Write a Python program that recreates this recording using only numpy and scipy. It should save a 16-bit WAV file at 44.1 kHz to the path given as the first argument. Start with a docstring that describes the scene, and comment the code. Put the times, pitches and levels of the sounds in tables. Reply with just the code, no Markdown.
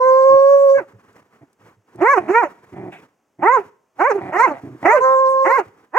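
"""Hunting dogs crowd a hole in an earth bank in a wood, close by, panting and snuffling amid soft scuffling.
First one dog bays, its vocal folds holding a clear note. Growls follow, slow pulses ringing the throat,
and at 2 s come two loud barks, arched in pitch and raspy at the edges. Near 3 s a long growl ends in a
hiss through the teeth. Barks and snarls then crowd together, a second bay cracks just after 5 s, and two
barks close the scene. Paws thud now and then, and the trees give each sound a faint tail."""
import sys
import numpy as np
from scipy import signal
from scipy.fft import rfft, irfft, next_fast_len
from scipy.io import wavfile
from scipy.ndimage import uniform_filter1d, minimum_filter1d

SR = 44100
rng = np.random.default_rng(int(sys.argv[2]) if len(sys.argv) > 2 else 0)


def inscribe(sig):
    """Save sig as 16-bit PCM at rate SR to the path in sys.argv[1].

    A 1-D sig is mono; a 2-D sig holds one channel per row.
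    Samples are clipped to [-1, 1] before scaling.
    """
    pcm = np.round(np.clip(np.atleast_2d(sig).T, -1, 1) * 32767)
    wavfile.write(sys.argv[1], SR, pcm.astype(np.int16))


N = 263718
TIME = np.arange(N) / SR

# spectrum of still forest air: (frequency [Hz], level [dB])
AIR_SPECTRUM = [(30, -25), (100, -10.5), (330, -3.5), (1000, -10), (2000, -18.5), (3000, -23.5),
                (4000, -33), (6300, -23), (10000, -34)]
# spectrum of the tail among the trees: (frequency [Hz], level [dB])
TAIL_SPECTRUM = [(100, -6.5), (400, -0.5), (1100, -7), (2200, -3.5), (4000, 3.5), (12000, -6.5)]
# side reflections off the bank and the ground: (delay [ms], level [dB])
BANK_ECHOES = [(1.099, -17.5), (2.301, -14), (3.703, -3), (6.1, -12.5)]
# reflections from the mouth of the hole: (delay [ms], level [dB])
HOLE_ECHOES = [(2.12, -19), (5.3, -19.5), (8.4, -16)]
# spectrum of panting, snuffling and soft scuffling: (frequency [Hz], level [dB])
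SNUFFLE_SPECTRUM = [(30, -30.5), (100, -6), (430, -2.5), (600, -11.5), (1100, -7.5), (2000, -16.5),
                    (3000, -28), (4000, -35), (6300, -31.5), (10000, -38), (16000, -41)]
# spells of panting and snuffling amid soft scuffling: (start [s], length [s], level [dB])
SNUFFLES = [(0, 1.136, -57.5), (1.05, 0.053, -56), (1.15, 0.088, -52.5), (1.29, 0.21, -59.5),
            (1.6, 0.1, -50.5), (1.88, 1.22, -55), (3.6, 0.067, -45), (3.97, 1.24, -53), (4.8, 1.08, -54.5)]
# paw falls: (time [s], peak level [dB])
PAW_FALLS = [(.05, -44.5), (.932, -38.5), (1.075, -51.5), (1.21, -55), (1.625, -52), (1.765, -51.5),
             (2.665, -53), (3.05, -72.5), (3.645, -55.5), (5.66, -41)]
# resonances of the ground: (frequency [Hz], width [Hz], gain [dB])
GROUND_MODES = [(106, 20, 4), (190, 15, -8), (420, 57, -12)]
# twigs snapping underfoot: (time [s], peak level [dB])
TWIG_SNAPS = [(1.129, -55), (1.53, -56), (1.958, -50)]
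# resonances of a twig: (frequency [Hz], width [Hz], gain [dB])
TWIG_MODES = [(1880, 790, 0), (7120, 6000, 0.5)]
# growls and snarls: (start [s], length [s], pulse rate [Hz], chest level [dB], snarl level [dB])
GROWLS = [(0.293, 0.09, 126, -38.5, -46), (0.77, 0.056, 128, -42, -40.5), (1.417, 0.013, 137, -36.5, -49),
          (1.95, 0.05, 124, -40, -62.5), (1.985, 0.037, 172, -35.5, -37.5), (2.197, 0.12, 210, -36.5, -40),
          (2.728, 0.022, 178, -31, -41.5), (2.759, 0.042, 199, -30, -38), (2.806, 0.1, 183, -30.5, -42.5),
          (2.923, 0.047, 192, -46.5, -44.5), (3.391, 0.046, 175, -34.5, -44.5),
          (4.124, 0.11, 230, -45.5, -40.5), (4.21, 0.11, 188, -32.5, -34), (4.501, 0.09, 133, -49.5, -37.5),
          (4.635, 0.057, 135, -30.5, -53.5), (4.698, 0.068, 127, -37, -64.5),
          (4.826, 0.027, 91, -30, -29.5)]
# resonances of the chest and the upper throat: (frequency [Hz], width [Hz], gain [dB])
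CHEST_MODES = [(119, 53, 2), (312, 61, 6), (676, 67, -16)]
SNARL_MODES = [(710, 190, 20), (1100, 840, -7), (1930, 290, 6), (2400, 130, -3.5), (7300, 3800, -26)]
# spectra of the hiss through teeth, breathy rasp and high sizzle: (frequency [Hz], level [dB])
TEETH_SPECTRUM = [(300, -25), (1200, -8), (2000, 1), (2550, 1), (3000, -14.5), (3500, -15), (4500, -33.5),
                  (7500, -25), (12000, -35)]
RASP_SPECTRUM = [(30, -57), (150, -32), (300, -15.5), (800, 2), (1300, -1.5), (2100, -11.5), (2600, -13.5),
                 (3000, -25.5), (3400, -52), (6500, -39.5), (10000, -48.5)]
SIZZLE_SPECTRUM = [(3000, -22), (3700, -12.5), (4270, -3.5), (4500, -11), (4740, -5.5), (5000, -9.5),
                   (6300, 0), (7500, -6), (8700, -12.5), (10000, -20.5), (12500, -14), (16000, -23.5)]
# long bays: (time [s], pitch [Hz], fundamental [dB], octave [dB], third partial [dB])
FIRST_BAY = [(0.0, 505.8, -19, -26.5, -50.5), (0.02, 511.5, -17.5, -15, -42.5),
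             (0.046, 516.4, -12.5, -19, -33.5), (0.118, 521.9, -12.5, -15.5, -39),
             (0.384, 544.4, -10.5, -21, -45), (0.55, 558.7, -10.5, -23.5, -46),
             (0.652, 552.2, -10.5, -29.5, -53.5), (0.704, 546.5, -10.5, -25.5, -48),
             (0.73, 549.5, -12, -32.5, -67), (0.748, 543.8, -12, -32.5, -37.5),
             (0.76, 551.4, -10, -58, -32), (0.775, 554.5, -14, -29.5, -31.5)]
SECOND_BAY = [(5.0, 475, -36, -25, -52.5), (5.014, 511.4, -23.5, -17, -41), (5.042, 522.5, -16.5, -14, -29),
              (5.144, 526.8, -16.5, -16, -37), (5.404, 533.7, -20, -19.5, -49),
              (5.432, 537.4, -16.5, -18, -46), (5.44, 536, -19, -18.5, -51)]
# response of the open throat in a bark: (frequency [Hz], gain [dB])
THROAT_RESPONSE = [(100, -21.5), (300, 7.5), (400, 10), (530, 5.5), (700, 7), (1400, 9), (1900, 5.5),
                   (2250, 4), (2600, -9), (3200, -45.5)]
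# barks: (start [s], rise [s], fall [s], first pitch [Hz], top pitch [Hz], last pitch [Hz],
# roundness of the rise [exponent], level [dB], swell to the top [dB], mouth resonance at first [Hz],
# mouth resonance at the top [Hz], bite resonance [Hz], bite gain [dB], tilt [dB/octave],
# edge roughness [dB], sizzle [dB re voice])
BARKS = [(.778, .012, 0.031, 533, 520, 335, 1.0, -25.5, -1.5, 454, 550, 1620, 7, 2.5, -10.5, -40),
         (2.016, 0.1, 0.078, 316.6, 573.5, 359, 1.33, -11, 2, 500, 1010, 1960, 11, 2, -7.5, -33.5),
         (2.285, 0.11, 0.065, 312, 483.6, 300.5, 1.62, -12.5, 4, 259, 870, 1870, 3, 3, -6.5, -36.5),
         (3.427, 0.12, .05, 280.2, 541.3, 399, 1.75, -11, 3, 876, 1115, 1950, 9.5, -2, -8, -42),
         (3.998, .089, .036, 288.6, 588.7, 405, 1.04, -16.5, -3.5, 873, 810, 2170, 5, 2.5, -7.5, -37),
         (4.124, 0.039, 0.028, 376.2, 402.3, 354, 1.65, -22.5, 0, 378, 450, 1900, -2.5, -6.5, -7, -44.5),
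         (4.329, 0.11, 0.061, 300.4, 531.5, 306, 1, -11, 11.5, 746, 1115, 1990, 15.5, 1.5, 0, -31.5),
         (4.497, 0.014, 0.044, 305, 300, 255, 1.08, -24.5, 9.5, 950, 890, 1900, 3.5, -7, -8, -40),
         (4.853, .114, 0.018, 314.2, 528, 517, 1.43, -12.5, -1.5, 693, 1000, 1980, 14, 3, -2, -36.5),
         (4.927, 0.014, 0.07, 584.3, 605, 436, 1.7, -12, 11, 395, 530, 1750, -0.5, -5, -18, -41.5),
         (5.451, 0.11, 0.051, 291.5, 539.6, 370, 1.8, -14, 3.5, 960, 1005, 2026, 23, -1, -0.5, -33.5),
         (5.941, 0.034, .06, 315.3, 536.5, 344, 0.86, -12.5, 6.5, 990, 866, 1850, 13, 0, -12, -35)]

CUTOFF_HZ = 15800


def from_db(db):
    """Amplitude ratio of a level in decibels."""
    return 10 ** (np.asarray(db) / 20)


def rms_one(x):
    """Normalisation to unit rms."""
    return x / np.sqrt(np.mean(x ** 2) + 1e-20)


def at_hz(spectrum, hz):
    """Interpolation of a spectrum in dB on a log-frequency axis."""
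    frequencies, db = np.transpose(spectrum)
    return np.interp(np.log(np.maximum(hz, 1)), np.log(frequencies), db)


def noise(spectrum, size):
    """Spectral shaping of white noise, at unit rms."""
    padded = next_fast_len(size)
    gains = from_db(at_hz(spectrum, np.fft.rfftfreq(padded, 1 / SR)))
    return rms_one(irfft(rfft(rng.standard_normal(padded)) * gains, padded)[:size])


def drift(rate, size):
    """Random modulation of unit spread, changing course about rate times a second."""
    steps = np.arange(size) * rate / SR
    knots = np.random.default_rng(rng.integers(2 ** 31)).standard_normal(int(steps[-1]) + 2)
    return np.interp(steps, np.arange(len(knots)), knots) * np.sqrt(3 / 2)


def envelope(t, length_s, attack_s, release_s):
    """Amplitude envelope with rounded attack and release; t counts from the onset."""
    return (1 + np.tanh(t / attack_s / 2)) * (1 - np.tanh((t - length_s) / release_s / 2)) / 4


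def span(start_s, length_s):
    """Time window with room for a call's attack and tail: sample indices and times from onset."""
    at = np.arange(max(int((start_s - .05) * SR), 0), min(int((start_s + length_s + .16) * SR), N))
    return at, at / SR - start_s


def superpose(calls):
    """Linear superposition of (sample indices, sound) pairs."""
    out = np.zeros(N)
    for at, sound in calls:
        out[at] += sound
    return out


def delayed(x, ms):
    """Propagation delay, to a fraction of a sample."""
    return np.interp(TIME - ms / 1000, TIME, x, left=0)


def highpass(x, order, hz):
    """Attenuation below a corner frequency."""
    return signal.sosfilt(signal.butter(order, hz, "high", fs=SR, output="sos"), x)


def resonate(x, modes):
    """Damped resonators in parallel, each applied twice for deep valleys between the peaks."""
    out = 0
    for k, (hz, width, db) in enumerate(modes):
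        radius = np.exp(-np.pi * width * np.pi / 2 / SR)
        b = np.array([1, 0, -1]) * (1 - radius ** 2) / 2
        a = [1, -2 * radius * np.cos(2 * np.pi * hz / SR), radius ** 2]
        out = out + (-1) ** k * from_db(db) * signal.lfilter(b, a, signal.lfilter(b, a, x + 1e-18))
    return out


def forest_air():
    """Partial coherence: ambient noise common to both ears, plus a little at each alone."""
    common, left, right = [noise(AIR_SPECTRUM, N) for _ in range(3)]
    return from_db(-69) * (common + 0.35 * np.array([left, right]))


def trees(x, wet_db=-21.5, t60_s=0.48, build_s=0.0037, width=.6):
    """Reverberation: scatter from trunks builds up and decays exponentially, differing at each ear."""
    t = TIME[:SR]
    shape = from_db(-60 * t / t60_s) * (1 - np.exp(-t / build_s))
    mid, side = [noise(TAIL_SPECTRUM, SR) * shape / np.sqrt(np.sum(shape ** 2)) for _ in range(2)]
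    tails = [signal.fftconvolve(x, mid + sign * width * side)[:N] for sign in (1, -1)]
    return from_db(wet_db) / 2 * np.array(tails)


def bank(x, pan_db, left_lead_ms, echo_db, centring=.16):
    """Level and time differences between the ears place a source; side reflections widen it."""
    bright = highpass(x, order=2, hz=1000)
    side = sum(from_db(db + echo_db) * delayed(bright, ms) for ms, db in BANK_ECHOES)
    side += (delayed(x, -left_lead_ms / 2) - delayed(x, left_lead_ms / 2)) / 2
    side += centring * highpass(x, order=1, hz=1900)   # treble sits nearer the centre
    pan = from_db([[pan_db / 2], [-pan_db / 2]])
    return x * pan / pan.mean() + side * np.array([[1], [-1]])


def hole(x):
    """Comb filtering: close echoes interfere with the direct sound and ripple gliding overtones."""
    return x + sum(from_db(db) * delayed(x, ms) for ms, db in HOLE_ECHOES)


def snuffling(grain_db=2.0, puff_db=2.5):
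    """Modulated noise: dogs pant and snuffle amid soft scuffling, in short, uneven, low puffs."""
    spells = sum(from_db(db) * envelope(TIME - start_s, length_s, attack_s=0.0089, release_s=0.029)
                 for start_s, length_s, db in SNUFFLES)
    return noise(SNUFFLE_SPECTRUM, N) * spells * from_db(puff_db * drift(30, N) + grain_db * drift(79, N))


def impacts(rows, modes, crumble_s):
    """Impact excitation: each contact is a short crumbling burst that rings the given modes."""
    out = np.zeros(N)
    for start_s, db in rows:
        start = int(start_s * SR)
        t = TIME[:min(SR // 8, N - start)]
        hit = resonate(rng.standard_normal(len(t)) * np.exp(-t / crumble_s), modes)
        out[start:start + len(t)] += from_db(db) * hit / np.abs(hit).max()
    return out


def paws():
    """Impact and fracture: paws thud on the ground and snap twigs."""
    thuds = impacts(PAW_FALLS, GROUND_MODES, crumble_s=0.012)
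    snaps = impacts(TWIG_SNAPS, TWIG_MODES, crumble_s=0.0035)
    return thuds + snaps


def folds(pitch, jitter, jitter_rate):
    """Phase of the vocal folds: the integral of a frequency that wavers by the fraction jitter."""
    return 2 * np.pi * np.cumsum(pitch * (1 + jitter * drift(jitter_rate, len(pitch)))) / SR


def growl(row, jitter=.028, uneven_db=2.0, chest_air=0.088, snarl_air=0.15, sag_octaves_per_s=.8):
    """Pulse excitation: slow, uneven pulses ring the chest and, with bared teeth, the upper throat."""
    start_s, length_s, pulse_hz, chest_db, snarl_db = row
    at, t = span(start_s, length_s)
    pitch = pulse_hz * 2 ** (-sag_octaves_per_s * (t - length_s / 2))   # slows as the breath runs out
    phase = folds(pitch, jitter, jitter_rate=130)
    pulses = np.diff(phase // (2 * np.pi), prepend=0) * from_db(uneven_db * drift(150, len(at)))
    air = rng.standard_normal(len(at)) * (1 + np.cos(phase)) / 2
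    chest = from_db(chest_db) * rms_one(resonate(pulses + chest_air * air, CHEST_MODES))
    snarl = from_db(snarl_db) * rms_one(resonate(pulses + snarl_air * air, SNARL_MODES))
    return at, envelope(t, length_s, attack_s=0.0022, release_s=0.0086) * (chest + snarl)


def teeth(start_s=2.922, level_db=-39.5):
    """Turbulence: air forced between bared teeth ends the long growl in a hiss."""
    puff = envelope(TIME - start_s, length_s=0.024, attack_s=0.0022, release_s=.025)
    return from_db(level_db) * puff * noise(TEETH_SPECTRUM, N)


def sizzle(phase, pitch, blur_rad, hiss, single_db=2.8, group_db=4):
    """Harmonic series: a thin, distortion-like sizzle of high harmonics and hiss rides on loud calls."""
    size = len(phase)
    k = np.arange(5, 42)[:, None]
    uneven = phase + blur_rad * drift(600, size)
    groups = np.array([drift(30, size) for _ in range(11)])
    singles = np.array([drift(25, size) for _ in k])
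    swell_db = single_db * singles + group_db * groups[k[:, 0] // 4]
    gains = from_db(at_hz(SIZZLE_SPECTRUM, k * pitch) + swell_db) * (k * pitch < CUTOFF_HZ)
    harmonics = (gains * np.cos(k * uneven + k ** 2)).sum(0)
    return rms_one(rms_one(harmonics) + hiss * noise(SIZZLE_SPECTRUM, size))


def voice_crack(times, phase, partials, start_s=5.04, gain_db=-16):
    """Period doubling: alternate cycles briefly differ, adding lines halfway between the partials."""
    between = np.sqrt(partials[:-1] * partials[1:])
    halves = sum(gain * (k + 1) ** 1.27 * np.cos((k + 3 / 2) * phase) for k, gain in enumerate(between))
    gate = envelope(times - start_s, length_s=0.11, attack_s=0.0026, release_s=0.0026)
    return from_db(gain_db) * gate * halves


def bay(rows, release_s, rolloff_db, breath_db, sizzle_db, attack_s=.01, jitter=0.0034):
    """Sustained oscillation of the folds gives a clear note of five harmonics with a little breath."""
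    knots_s, *columns = np.transpose(rows)
    at = np.arange(int(knots_s[0] * SR), int((knots_s[-1] + release_s) * SR))
    size = len(at)
    pitch, first_db, second_db, third_db = [np.interp(at / SR, knots_s, column) for column in columns]
    ramp = np.minimum((at - at[0]) / attack_s, (at[-1] - at) / release_s) / SR
    fade = np.sin(np.pi / 2 * np.clip(ramp, 0, 1))
    phase = folds(pitch * (1 + jitter * drift(30, size)), jitter, jitter_rate=250)
    partials = from_db([first_db, second_db, third_db,
                        third_db + rolloff_db, third_db + 2.5 * rolloff_db])
    voice = sum(gain * from_db(0.36 * (k + 2.5) * drift(22, size)) * np.cos((k + 1) * phase + k)
                for k, gain in enumerate(partials))   # higher partials waver more
    voice += voice_crack(at / SR, phase, partials)
    treble = from_db(sizzle_db) * sizzle(phase, pitch, blur_rad=.027, hiss=.35)
    breath = from_db(breath_db) * noise(RASP_SPECTRUM, size)
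    return at, fade * (np.sqrt(2) * voice + np.hypot(partials[0], partials[1]) * (breath + treble))


def arch(t, rise_s, fall_s, first_hz, top_hz, last_hz, roundness, sink_hz_per_s=1800, lowest_hz=253.9):
    """Fold tension sets pitch: returns a bark's pitch and slackness (0 at the top, 1 at the edges)."""
    climb = np.maximum(1 - t / rise_s, 0) ** roundness
    drop = (1 - np.cos(np.pi * np.clip((t - rise_s) / fall_s, 0, 1))) / 2
    pitch = top_hz + climb * (first_hz - top_hz) + drop * (last_hz - top_hz)
    pitch -= sink_hz_per_s * np.maximum(t - rise_s - fall_s, 0)   # sinks on after the push ends
    waver = 1 + 0.011 * drift(80, len(t))
    return np.maximum(pitch, lowest_hz) * waver, np.minimum(climb + drop, 1)


def bark(row, mouth_width_hz=260, shut_hz=547, bite_width_hz=170, attack_s=0.0037, shimmer=.45,
         wobble_db=2.43, dull_db_per_octave=5, top_clear_db=16.5, rasp_db=-5, trail_sizzle_db=6):
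    """Source and filter: pitch arches while the jaw sweeps a resonance over the harmonics."""
    (start_s, rise_s, fall_s, first_hz, top_hz, last_hz, roundness, level_db, swell_db,
     ajar_hz, open_hz, bite_hz, bite_db, tilt_db, edge_db, sizzle_db) = row
    length_s = rise_s + fall_s
    at, t = span(start_s, length_s)
    size = len(at)
    pitch, slack = arch(t, rise_s, fall_s, first_hz, top_hz, last_hz, roundness)
    effort = envelope(t, length_s, attack_s, release_s=0.0069)
    effort *= from_db(wobble_db * drift(69, size) - swell_db * slack)
    rough = np.minimum(from_db(edge_db - top_clear_db * (1 - slack)), 1)   # raspiest at the edges
    phase = folds(pitch, jitter=0.0025 * (1 + 6 * rough), jitter_rate=350)

    k = np.arange(1, 12)[:, None]
    hz = k * pitch
    mouth_hz = np.interp(t, [0, rise_s, length_s], [ajar_hz, open_hz, shut_hz])
    detune = 2 * (hz - mouth_hz) / mouth_width_hz
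    mouth = np.sqrt(0.009 + 1 / (1 + detune ** 2))
    bite_fade = np.interp(t, [rise_s / 2, length_s], [1, 0])   # upper resonance fades as the jaw closes
    upper_db = bite_db * bite_fade / (1 + ((hz - bite_hz) / bite_width_hz) ** 2)
    bright_db = (tilt_db - dull_db_per_octave * slack) * np.log2(hz / 1000)
    waver_db = 2.6 * np.array([drift(70, size) for _ in k])
    gains = mouth * from_db(at_hz(THROAT_RESPONSE, hz) + bright_db + upper_db + waver_db)
    gains /= np.sqrt((gains ** 2).sum(0) / 2)
    flutter = 1 + shimmer * rough * np.array([drift(220, size) for _ in k])
    lag = np.arctan(detune)   # the mouth rings on after each pulse
    voice = -(gains * flutter * np.cos(k * phase - lag)).sum(0)

    rasp = rms_one(noise(RASP_SPECTRUM, size) * (1 + 0.15 * np.cos(phase)))   # air escapes once a cycle
    height = (pitch / top_hz) ** 1.8   # the sizzle is strongest at the top of the arch
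    sizzle_gain = from_db(sizzle_db + 3 * drift(45, size)) * height
    treble = sizzle_gain * sizzle(phase, pitch, blur_rad=.04, hiss=.4)
    trail = from_db(-24) * envelope(t, length_s, attack_s, release_s=0.034)   # breath outlasts the voice
    treble *= effort + from_db(trail_sizzle_db) * trail
    breath = (effort * rough + trail) * from_db(rasp_db) * rasp
    return at, from_db(level_db) * (effort * voice + breath + treble)


def scene():
    """Superposition of the direct sound of dogs and paws, its reflections and the forest air."""
    barks = hole(superpose(bark(row) for row in BARKS))
    growls = superpose(growl(row) for row in GROWLS) + teeth()
    bays = superpose([bay(FIRST_BAY, release_s=.03, rolloff_db=-13.5, breath_db=-40.5, sizzle_db=-43),
                      bay(SECOND_BAY, release_s=.16, rolloff_db=-16.5, breath_db=-41, sizzle_db=-39)])
    bustle = snuffling() + paws()
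    near = (bank(barks, pan_db=-5.5, left_lead_ms=.03, echo_db=-2.5)
            + bank(bays, pan_db=-4.5, left_lead_ms=0.25, echo_db=-14)
            + bank(growls + bustle, pan_db=-2.5, left_lead_ms=0.12, echo_db=-4))
    return forest_air() + near + trees(barks + growls + bustle + from_db(-2) * bays)


def record(dry, ceiling=.94):
    """Band and peak limiting: a small microphone loses deep bass, peaks are eased, the top is cut."""
    x = highpass(dry, order=1, hz=65)
    allowed = np.minimum(1, ceiling / (np.abs(x).max(0) + 1e-9))
    gain = uniform_filter1d(minimum_filter1d(allowed, size=441), size=441)   # turns down ahead of a peak
    return signal.sosfilt(signal.ellip(10, .1, 80, CUTOFF_HZ, fs=SR, output="sos"), x * gain)


dry = scene()
out = record(dry)
inscribe(out)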